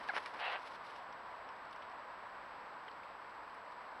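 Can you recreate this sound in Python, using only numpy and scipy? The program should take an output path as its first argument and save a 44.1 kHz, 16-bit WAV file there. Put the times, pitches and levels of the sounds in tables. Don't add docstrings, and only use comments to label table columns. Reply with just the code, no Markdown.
import sys
import numpy as np
from scipy import signal
from scipy.fft import rfft, irfft
from scipy.io import wavfile
from scipy.ndimage import uniform_filter1d, map_coordinates

SR = 44100
rng = np.random.default_rng(int(sys.argv[2]) if len(sys.argv) > 2 else 0)


def wrap_up_sound(samples):
    columns = np.atleast_2d(samples).T
    tamed = np.clip(columns, -1, 1)
    steps = np.round(tamed * 32767).astype(np.int16)
    wavfile.write(sys.argv[1], SR, steps)


N = 176400

# (frequency [Hz], level [dB])
LITTER_TONE = [(60, -38), (120, -27), (230, -8.5), (400, -5.5), (700, 2.5), (1100, 5.5), (1900, 3),
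               (2800, -4), (4000, -15), (5300, -17.5), (7000, -40.5), (10300, -32.5), (13000, -64),
               (16000, -70)]


def amp(db):
    return 10 ** (np.asarray(db) / 20)


def evened(x):
    return x / np.sqrt(np.mean(x ** 2) + 1e-20)


def level_at(tone, hz):
    f, db = np.transpose(tone)
    return np.interp(np.log(hz + 1), np.log(f + 1), db)


def follow(table, t):
    times, *columns = np.transpose(table)
    return [np.interp(t, times, c) for c in columns]


def add(mix, start_s, sound):
    part = mix[max(round(start_s * SR), 0):][:len(sound)]
    part += sound[:len(part)]


def colour(x, tone, tilt_db=0, size=4096):
    hz = np.fft.rfftfreq(size, 1 / SR)
    octaves = np.log2(np.clip(hz, 400, 6000) / 1500)
    log_gain = np.log(amp(level_at(tone, hz) + tilt_db * octaves))
    mirrored = np.r_[log_gain, log_gain[-2:0:-1]]
    response = np.exp(np.conj(signal.hilbert(mirrored)))
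    taps = np.fft.ifft(response).real
    return signal.oaconvolve(x, taps[:size // 2])[:len(x)]


def drift(n, rate_hz):
    knots = rng.standard_normal(4096)
    return evened(map_coordinates(knots, [np.arange(n) * rate_hz / SR], order=3, mode="wrap"))


def crackle(n, per_s, spread_db):
    sizes = amp(spread_db * np.minimum(rng.exponential(1, n), 4))
    return sizes * rng.choice([-1., 1.], n) * (rng.random(n) < per_s / SR)


def wind_and_water(flutter_db=0.08, lap_db=-0.27):
    # (frequency [Hz], level [dB])
    tone = [(25, -26), (48, -18), (85, -20.5), (170, -18.5), (270, -15), (400, -13.5), (520, -8), (650, -6),
            (820, -4), (980, 1), (1120, -2), (1310, -6), (1550, -7), (2160, -14.5), (2970, -22.5),
            (3550, -26), (4990, -29.5), (5590, -39.5), (6500, -50.5), (8000, -60.5), (12000, -78)]
    # (time [s], level [dB])
    loudness = [(0, -49.5), (1.3, -50), (2.2, -50), (2.55, -50), (3.1, -51), (4, -51)]
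    _, _, bands = signal.stft(rng.standard_normal(N), SR, nperseg=512, noverlap=384)
    patches = uniform_filter1d(rng.standard_normal(bands.shape), size=7, axis=0)
    patches = evened(uniform_filter1d(patches, size=14, axis=1))
    noise = signal.istft(bands * amp(lap_db * patches), SR, nperseg=512, noverlap=384)[1][:N]
    level, = follow(loudness, np.arange(N) / SR)
    return evened(colour(noise, tone)) * amp(level + flutter_db * drift(N, 24.9))


def tree_echoes(x, echo_db=-16, fade_s=0.14, size=16384):
    t = np.arange(size) / SR
    tail = crackle(size, per_s=1500, spread_db=0.77) * amp(-60 * t / fade_s) * (t > .004)
    return x + amp(echo_db) * signal.oaconvolve(x, tail / np.linalg.norm(tail))[:N]


def twig_snaps(mix, rise_s=.0015, fade_s=.022, size=2048):
    # (time [s], body frequency [Hz], body [dB], crack [dB], fizz [dB])
    snaps = [(.96, 2900, -57, -66, -87), (1.126, 3300, -62, -64, -90), (1.362, 2700, -64, -72, -85),
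             (1.49, 2800, -56, -65, -90), (1.652, 3500, -66, -73, -85), (1.711, 2700, -66, -67, -86),
             (1.729, 3000, -56, -67, -75), (1.761, 2700, -63, -66, -81), (1.822, 2700, -54, -69, -92),
             (1.828, 3000, -57, -74, -92), (1.899, 2700, -62, -66, -84), (2.879, 1900, -50, -75, -92),
             (2.881, 3000, -54, -78, -92), (2.886, 3000, -53, -78, -92), (2.914, 4000, -61, -74, -92),
             (3.033, 2300, -55, -76, -85), (3.547, 2700, -67, -75, -78)]
    # (frequency [Hz], width [octaves])
    high_bands = [(5100, .15), (9800, .11)]
    t = np.arange(size) / SR
    hz = np.fft.rfftfreq(size, 1 / SR) + 1
    shape = np.minimum(t / rise_s, 1) * amp(-60 * np.maximum(t - 2 * rise_s, 0) / fade_s)
    for time, body_hz, *levels in snaps:
        ring = np.zeros(size)
        for db, (centre, width) in zip(levels, [(body_hz, 0.26)] + high_bands):
            band = np.exp(-.5 * (np.log2(hz / centre) / width) ** 2)
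            ring += amp(db) * evened(irfft(rfft(rng.standard_normal(size)) * band))
        add(mix, time - rise_s, ring * shape)


def leaf_rustle(clump_db=3.0):
    # (time [s], level [dB])
    loudness = [(0, -56.5), (.11, -57.5), (.165, -62), (.22, -59.5), (.31, -59.5), (.4, -58.5),
                (.52, -55.5), (.59, -64.5), (.63, -59), (.68, -55.5), (.72, -61), (.8, -65.5), (.885, -59),
                (.91, -61), (.95, -58), (1.05, -70), (1.7, -73), (4, -69)]
    # (frequency [Hz], level [dB])
    tone = [(300, -27.5), (1000, 13), (2500, 5.5), (4000, 2), (5300, -2), (7000, -20.5), (8800, -18.5),
            (10400, -15), (12500, -31), (16000, -52)]
    level, = follow(loudness, np.arange(N) / SR)
    clicks = crackle(N, per_s=2000, spread_db=0) * amp(clump_db * drift(N, 70))
    return evened(colour(clicks, tone)) * amp(level)


def scuffs(mix, size=8192):
    # (peak time [s], rise [s], fall [s], level [dB], brightness [dB per octave])
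    strokes = [(0.014, 0.0099, 0.0045, -49.5, -2.5), (0.059, .008, 0.0088, -53, -3),
               (0.139, 0.0048, 0.0063, -43.5, -2.5), (.155, .009, 0.0055, -42.5, 4),
               (.166, 0.0025, 0.0017, -34.5, 2), (.179, 0.0072, 0.0074, -38.5, 2.5),
               (.2, 0.0091, 0.012, -56, -7), (.263, 0.0044, 0.0059, -44, 0.5),
               (.357, 0.015, 0.019, -47, -3.5)]
    t = (np.arange(size) - size // 2) / SR
    for time, rise, fall, db, tilt_db in strokes:
        swell = np.exp(-.5 * (t / np.where(t < 0, rise, fall)) ** 2)
        clicks = crackle(size, per_s=7000, spread_db=0.5)
        sound = evened(colour(clicks, LITTER_TONE, tilt_db)) * swell * amp(db)
        add(mix, time + t[0], sound[time + t >= 0])


def knocks(mix, scatter_gain=0.15, fade_s=0.019, size=2048):
    # (time [s], peak level [dB], brightness [dB per octave])
    blows = [(0.0877, -31, 1.5), (0.165, -35.5, -7), (0.1722, -27, -2), (0.179, -34, 1), (0.2604, -33, 9),
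             (0.3923, -40, 1.5), (0.4005, -44, 8)]
    t = np.arange(size) / SR
    for time, db, tilt_db in blows:
        scatter = scatter_gain * rng.standard_normal(size) * amp(-60 * t / fade_s)
        sound = colour(signal.unit_impulse(size) + scatter, LITTER_TONE, tilt_db)
        add(mix, time, -amp(db) * sound / abs(sound).max())


def whistle(waver=0.0096, rough_db=3):
    # (time [s], pitch [Hz], level [dB])
    note = [(.415, 2624, -61), (.435, 2640, -51), (.452, 2700, -52), (.469, 2760, -45), (.483, 2640, -46),
            (.5, 2680, -68)]
    t = np.arange(note[0][0], note[-1][0], 1 / SR)
    hz, level = follow(note, t)
    cycles = np.cumsum(hz * (1 + waver * drift(len(t), 240))) / SR
    tone = np.sin(2 * np.pi * cycles) * amp(rough_db * drift(len(t), 320))
    return t[0], evened(tone) * amp(level)


def cluck(waver=0.014, rough_db=1):
    # (time [s], pitch [Hz], level [dB])
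    note = [(.088, 930, -62), (0.091, 830, -40.5), (0.097, 832, -34), (.101, 727, -38), (.1045, 697, -36),
            (0.11, 710, -42)]
    # (frequency [Hz], level [dB])
    throat = [(700, -6), (900, -7), (1400, -4.5), (1650, 2.5), (2150, -7), (2350, -18), (3300, -36),
              (4100, -22), (5000, -43)]
    t = np.arange(note[0][0], note[-1][0], 1 / SR)
    hz, level = follow(note, t)
    cycles = np.cumsum(hz * (1 + waver * drift(len(t), 550))) / SR
    voice = sum(amp(level_at(throat, k * hz)) * np.cos(2 * np.pi * k * cycles) for k in range(1, 8))
    soft_ends = signal.windows.tukey(len(t), .15)
    return t[0], evened(voice) * amp(level + rough_db * drift(len(t), 500)) * soft_ends


def rasp(waver=0.16, rough_db=2.0, leak=0.67, treble_hz=3400, dull_from_s=0.536, dull_db=-13):
    # (time [s], level [dB], pulse rate [Hz], share of noise [0-1])
    call = [(.388, -58, 160, 0.7), (0.401, -39.5, 135, 0.3), (.425, -44, 180, 0.8), (.445, -40, 200, 1),
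            (.472, -41, 200, 0.66), (0.513, -42.5, 210, 0.94), (0.542, -41, 190, 0.56),
            (.564, -39.5, 200, 0.43), (.572, -49, 230, .5), (.59, -57, 200, 0.88)]
    # (frequency [Hz], level [dB])
    throat = [(120, -50), (300, -29), (450, -6), (620, -2.5), (770, 2), (1050, -2.5), (1250, -2.5),
              (1550, -2), (2000, -3), (2400, -7), (2750, -4), (3250, -10), (3600, -13), (4200, -16.5),
              (4800, -22), (5600, -51), (7300, -68), (12000, -80)]
    t = np.arange(call[0][0], call[-1][0], 1 / SR)
    level, rate, noisy = follow(call, t)
    cycles = np.cumsum(rate * np.exp(waver * drift(len(t), 250))) / SR
    pulses = np.diff(np.floor(cycles), prepend=0) * amp(rough_db * drift(len(t), 304))
    puffs = (leak + np.exp(-(cycles % 1) / 0.98)) * rng.standard_normal(len(t))
    airflow = np.sqrt(1 - noisy) * evened(pulses) + np.sqrt(noisy) * evened(puffs)
    voice = evened(colour(airflow, throat))
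    lows = signal.filtfilt(*signal.butter(2, treble_hz, fs=SR), voice)
    dulling = np.clip((t - dull_from_s) / 0.024, 0, 1)
    treble = (voice - lows) * amp(dull_db * dulling)
    return t[0], (lows + treble) * amp(level)


def scene():
    mix = leaf_rustle()
    for start_s, sound in (cluck(), rasp(), whistle()):
        add(mix, start_s, sound)
    scuffs(mix)
    knocks(mix)
    twig_snaps(mix)
    return (tree_echoes(mix) + wind_and_water())[None]


def record(dry, whine_hz=7797, flip_hz=29.7, whine_db=-84.5, hiss_db=-87, top_hz=15750):
    t = np.arange(N) / SR
    flips = np.tanh(10 * np.sin(2 * np.pi * flip_hz * t))
    whine = np.sin(2 * np.pi * whine_hz * t) * flips
    electronics = amp(whine_db) * evened(whine) + amp(hiss_db) * rng.standard_normal(N)
    low_pass = signal.firwin(511, top_hz, window=("kaiser", 9), fs=SR)
    return signal.oaconvolve(dry + electronics, low_pass[None], "same")


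dry = scene()
out = record(dry)
wrap_up_sound(out)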